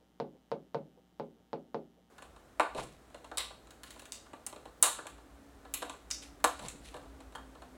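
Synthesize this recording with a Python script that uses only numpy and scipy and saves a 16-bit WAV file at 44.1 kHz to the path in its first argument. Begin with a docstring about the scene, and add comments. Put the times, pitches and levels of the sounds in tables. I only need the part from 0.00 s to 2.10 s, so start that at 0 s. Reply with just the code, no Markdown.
"""Quiet room air, a low hum and a thin mains buzz run throughout: coloured noise, sines and repeated spikes.
Over them a stylus writes letters with six taps on a large wall-mounted touchscreen in a small room.
Each tap is a sharp push and click on the glass, then a short hollow panel ring of fading modes
and a brief room tail of shaped noise.
Faint swells of friction noise come before the first tap, between some taps and after the last."""
import sys
import numpy as np
from scipy import signal
from scipy.fft import rfft, irfft, next_fast_len
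from scipy.io import wavfile
from scipy.ndimage import uniform_filter1d

SR = 44100
rng = np.random.default_rng(int(sys.argv[2]) if len(sys.argv) > 2 else 0)


def waveform_to_disk(signal):
    """Save audio, clipped to [-1, 1], as 16-bit WAV at the path in sys.argv[1]."""
    frames = np.transpose(np.atleast_2d(signal))
    scaled = np.clip(frames, -1, 1) * 32767
    samples = np.round(scaled).astype(np.int16)
    wavfile.write(sys.argv[1], SR, samples)


N = 92610  # length in samples


def amp(db):
    """Decibels to gain."""
    return 10 ** (np.asarray(db) / 20)


def unit(x):
    """Scale to rms 1."""
    return x / np.sqrt(np.mean(x ** 2) + 1e-20)


def along(points, hz):
    """Read (pitch_hz, value) points on a log pitch axis."""
    point_hz, values = np.transpose(points)
    return np.interp(np.log(hz + 1), np.log(point_hz + 1), values)


def filtered(x, response):
    """Multiply the spectrum of x by a response of frequency, padded with silence against wrap-around."""
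    size = next_fast_len(len(x) + SR // 4)
    spectrum = rfft(x, size) * response(np.fft.rfftfreq(size, 1 / SR))
    return irfft(spectrum, size)[:len(x)]


def noise(colour):
    """Steady coloured noise of rms 1."""
    return unit(filtered(rng.standard_normal(N), lambda hz: amp(along(colour, hz))))


def impulse(colour, size=2048):
    """A causal, minimum-phase pulse of energy 1 with the given colour."""
    cepstrum = irfft(np.log(amp(along(colour, np.fft.rfftfreq(size, 1 / SR)))))
    # folding the cepstrum forward puts the energy as early as possible
    cepstrum[1:size // 2] *= 2
    cepstrum[size // 2 + 1:] = 0
    pulse = irfft(np.exp(rfft(cepstrum)))
    return pulse / np.linalg.norm(pulse)


def add(track, start_s, x):
    """Mix x into the track at a time in seconds."""
    part = track[max(0, round(start_s * SR)):][:len(x)]
    part += x[:len(part)]


def taps():
    """Every tap: the snap of tip and glass with its first echoes, then panel ring and room."""
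    # taps: start_s, level_db, place (0 left - 1 right), click_db, flex_hz (first flex), ring_db
    tap_list = [(.2008, 1, 0.26, -0.5, 756, -1.5), (0.5167, 0.5, 0.39, 0.5, 830, -1.5),
                (.746, 1, 0.37, -2, 830, 0), (1.1978, -1.5, 0.8, -6, 660, -1),
                (1.5313, -1, 0.81, -1, 790, -1), (1.7452, 1, 0.85, -5, 823, -2.5)]
    # colour of the hard tip: pitch_hz, level_db
    click_colour = [(300, -29), (1200, -21.5), (2300, -4.5), (2900, -10.5), (4000, 1.5), (5000, -2),
                    (6000, -15.5), (8000, -26), (15000, -40)]
    # nearby surfaces return the snap: delay_s, level_db
    echo_list = [(.0067, -11.5), (0.0088, -15.5), (0.0198, -34)]
    base_click_db = -28.5
    pattern_turn = 0.65  # radians away from the shared reflection pattern at each tap

    out, t = np.zeros(N), np.arange(SR // 2) / SR
    walls = rng.standard_normal(len(t))
    click = impulse(click_colour)
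    for start_s, level_db, place, click_db, flex_hz, ring_db in tap_list:
        snap = push(t, flex_hz)
        add(snap, 0, -amp(click_db + base_click_db) * click)
        fresh = rng.standard_normal(len(t))
        pattern = np.cos(pattern_turn) * walls + np.sin(pattern_turn) * fresh
        body = amp(ring_db) * ring(t, place)
        tail = room(t, pattern, click_db)
        add(out, start_s, amp(level_db) * (snap + body + tail))
        for delay_s, echo_db in echo_list:
            add(out, start_s + delay_s, amp(level_db + echo_db) * snap)
    return bass_cut(out)


def push(t, flex_hz):
    """The glass gives way under the tip and springs back once; the heavy frame follows more slowly."""
    push_top_s, push_db = 0.00036, -25.5  # time to the top of the envelope, level
    thump_hz, thump_top_s, thump_db = 219.7, 0.002, -35.5  # the whole screen yields on its mount

    def flex(hz, top_s):
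        """A sine under a swell that peaks at top_s and dies away."""
        return t / top_s * np.exp(1 - t / top_s) * np.sin(2 * np.pi * hz * t)

    return amp(thump_db) * flex(thump_hz, thump_top_s) - amp(push_db) * flex(flex_hz, push_top_s)


def ring(t, place):
    """Panel modes swell and die; their mix depends on where the tip lands."""
    # modes of the panel: pitch_hz, left_db, middle_db, right_db (by place struck), t60_s
    panel_modes = [(149, -42, -44.5, -54, 0.33), (159.8, -57.5, -42.5, -41, 0.3),
                   (196.1, -42.5, -41.5, -59, .27), (230.7, -39, -53, -40, 0.39),
                   (260.7, -46, -54.5, -47, 0.57), (331, -52, -52.5, -36.5, .22),
                   (417, -27.5, -51.5, -29.5, 0.23), (460.4, -25, -24.5, -29.5, 0.1),
                   (540.5, -39, -36.5, -38, .17), (557.6, -49, -31, -44.5, 0.2),
                   (583.4, -46, -28.5, -52, 0.092), (692, -32, -32, -36, 0.07),
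                   (852, -31, -38, -25.5, 0.07), (896.4, -43, -31.5, -60, 0.097),
                   (1015.6, -55, -47.5, -50, 0.14), (1252, -52, -67, -48, 0.083),
                   (1501, -50.5, -46, -64, .07)]
    spread_s = 0.0046  # time constant of the bending filling the panel
    scatter_db = 1.73  # random change of each mode from tap to tap

    hz, left_db, middle_db, right_db, t60_s = np.transpose(panel_modes)[:, :, None]
    side_db = left_db if place < .5 else right_db
    level_db = middle_db + abs(2 * place - 1) * (side_db - middle_db)
    level_db = level_db + scatter_db * rng.standard_normal(hz.shape)
    modes = amp(level_db - 60 * t / t60_s) * np.cos(2 * np.pi * hz * t)
    swell = 1 - np.exp(-t / spread_s)
    return -swell * np.sum(modes, axis=0)


def room(t, pattern, click_db, size=512, count=31):
    """Dense reflections: the treble comes and dies first and follows the hardness of the tap."""
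    # diffuse answer of casing and room: pitch_hz, level_db
    room_colour = [(40, -35), (100, -7), (145, -3), (300, 7), (520, 7), (900, -2.5), (1400, -14),
                   (2000, -19), (2900, -20), (4200, -24.5), (6000, -36), (8000, -45.5), (15000, -56.5)]
    # decay of the reverberation: pitch_hz, t60_s
    room_decay = [(150, 0.41), (500, 0.28), (800, .23), (1400, .15), (6000, 0.11)]
    # how much of the click level the tail follows: pitch_hz, share
    hardness_share = [(900, 0.27), (3000, 0.73)]
    level_db, split_hz = -14.5, 1000
    treble_rise_s, bass_rise_s = 0.00049, 0.025  # below the split the tail builds up slowly

    # each band fades at its own rate
    hz, frame_s, bands = signal.stft(pattern, SR, nperseg=size)
    decay = amp(-60 * frame_s / along(room_decay, hz)[:, None])
    tail = signal.istft(bands * decay, SR, nperseg=size)[1][:len(t)]

    # flatten the broad spectrum, then colour it
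    spectrum, hz = rfft(tail), np.fft.rfftfreq(len(t), 1 / SR)
    power = uniform_filter1d(uniform_filter1d(np.abs(spectrum) ** 2, count), count)
    spectrum = spectrum / np.sqrt(np.abs(power) + 1e-12)
    spectrum = spectrum * amp(along(room_colour, hz) + click_db * along(hardness_share, hz))

    low = 1 / (1 + (hz / split_hz) ** 6)
    bass = irfft(spectrum * low) * (1 - np.exp(-(t / bass_rise_s) ** 2))
    treble = irfft(spectrum * (1 - low)) * (1 - np.exp(-t / treble_rise_s))
    fade_out = np.clip(2 - 2 * t / t[-1], 0, 1) ** 2  # over the second half
    tail = (bass + treble) * fade_out
    return amp(level_db) * tail / np.linalg.norm(tail)


def bass_cut(x, order=5, cut_hz=122):
    """Air slips round the panel at low frequencies."""
    return signal.sosfilt(signal.butter(order, cut_hz, "high", fs=SR, output="sos"), x)


def rubs():
    """Short soft swells of friction as the tip draws a stroke."""
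    # tip sliding: peak_s, level_db, rise_s (Gaussian width)
    rub_list = [(.008, -67.5, 0.018), (.355, -64, .014), (.974, -59, .008), (1.398, -67, .018),
                (1.989, -66, 0.014)]
    # colour of the friction: pitch_hz, level_db
    rub_colour = [(40, -55), (100, 9), (250, -8), (450, 11), (740, 1), (950, -5), (2000, -43), (8000, -81)]
    fall_s = 0.019  # Gaussian width

    t, swells = np.arange(N) / SR, np.zeros(N)
    for peak_s, level_db, rise_s in rub_list:
        width_s = np.where(t < peak_s, rise_s, fall_s)
        swells += amp(level_db) * np.exp(-.5 * ((t - peak_s) / width_s) ** 2)
    return noise(rub_colour) * swells


def air():
    """Quiet room air: steady coloured noise."""
    # colour of the air: pitch_hz, level_db
    air_colour = [(20, -13.5), (60, -11), (100, -3), (130, -4), (200, 3.5), (400, -5.5), (750, -11),
                  (1100, -18.5), (2500, -23.5), (6000, -27.5), (9000, -32), (15500, -31)]
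    return amp(-70.5) * noise(air_colour)  # rms level in dB


def hum():
    """Steady sines, each from a random phase."""
    # hum lines: pitch_hz, level_db (rms)
    hum_lines = [(59.6, -77), (179, -74), (301, -79.5), (660, -89), (780, -83.5), (900, -89)]
    t, out = np.arange(N) / SR, np.zeros(N)
    for hz, level_db in hum_lines:
        out += amp(level_db) * np.sqrt(2) * np.sin(2 * np.pi * (hz * t + rng.random()))
    return out


def buzz():
    """Spikes that alternate in sign each half mains cycle."""
    # colour of one spike: pitch_hz, level_db
    buzz_colour = [(300, -24), (800, -1.5), (1300, 6.5), (1900, 1), (2400, -5), (3000, 5.5), (3600, 3),
                   (4500, -8.5), (5600, -5.5), (8000, -10.5), (15000, -20.5)]
    # spikes in each half cycle: delay_s, level_db (relative to each other)
    spike_list = [(0, 10), (.001, -5.5)]
    mains_hz, first_s, level_db = 60.01, .0019, -80  # level is rms

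    out, spike = np.zeros(N), impulse(buzz_colour)
    for k, start_s in enumerate(np.arange(first_s, N / SR, .5 / mains_hz)):
        for delay_s, spike_db in spike_list:
            add(out, start_s + delay_s, (-1) ** k * amp(spike_db) * spike)
    return amp(level_db) * unit(out)


def scene():
    """The screen and the room at one microphone."""
    return (taps() + rubs() + air() + hum() + buzz())[None]


def record(dry, top_hz=15650):
    """The recorder keeps nothing above its band limit."""
    return filtered(dry[0], lambda hz: hz < top_hz)[None]


dry = scene()
out = record(dry)
waveform_to_disk(out)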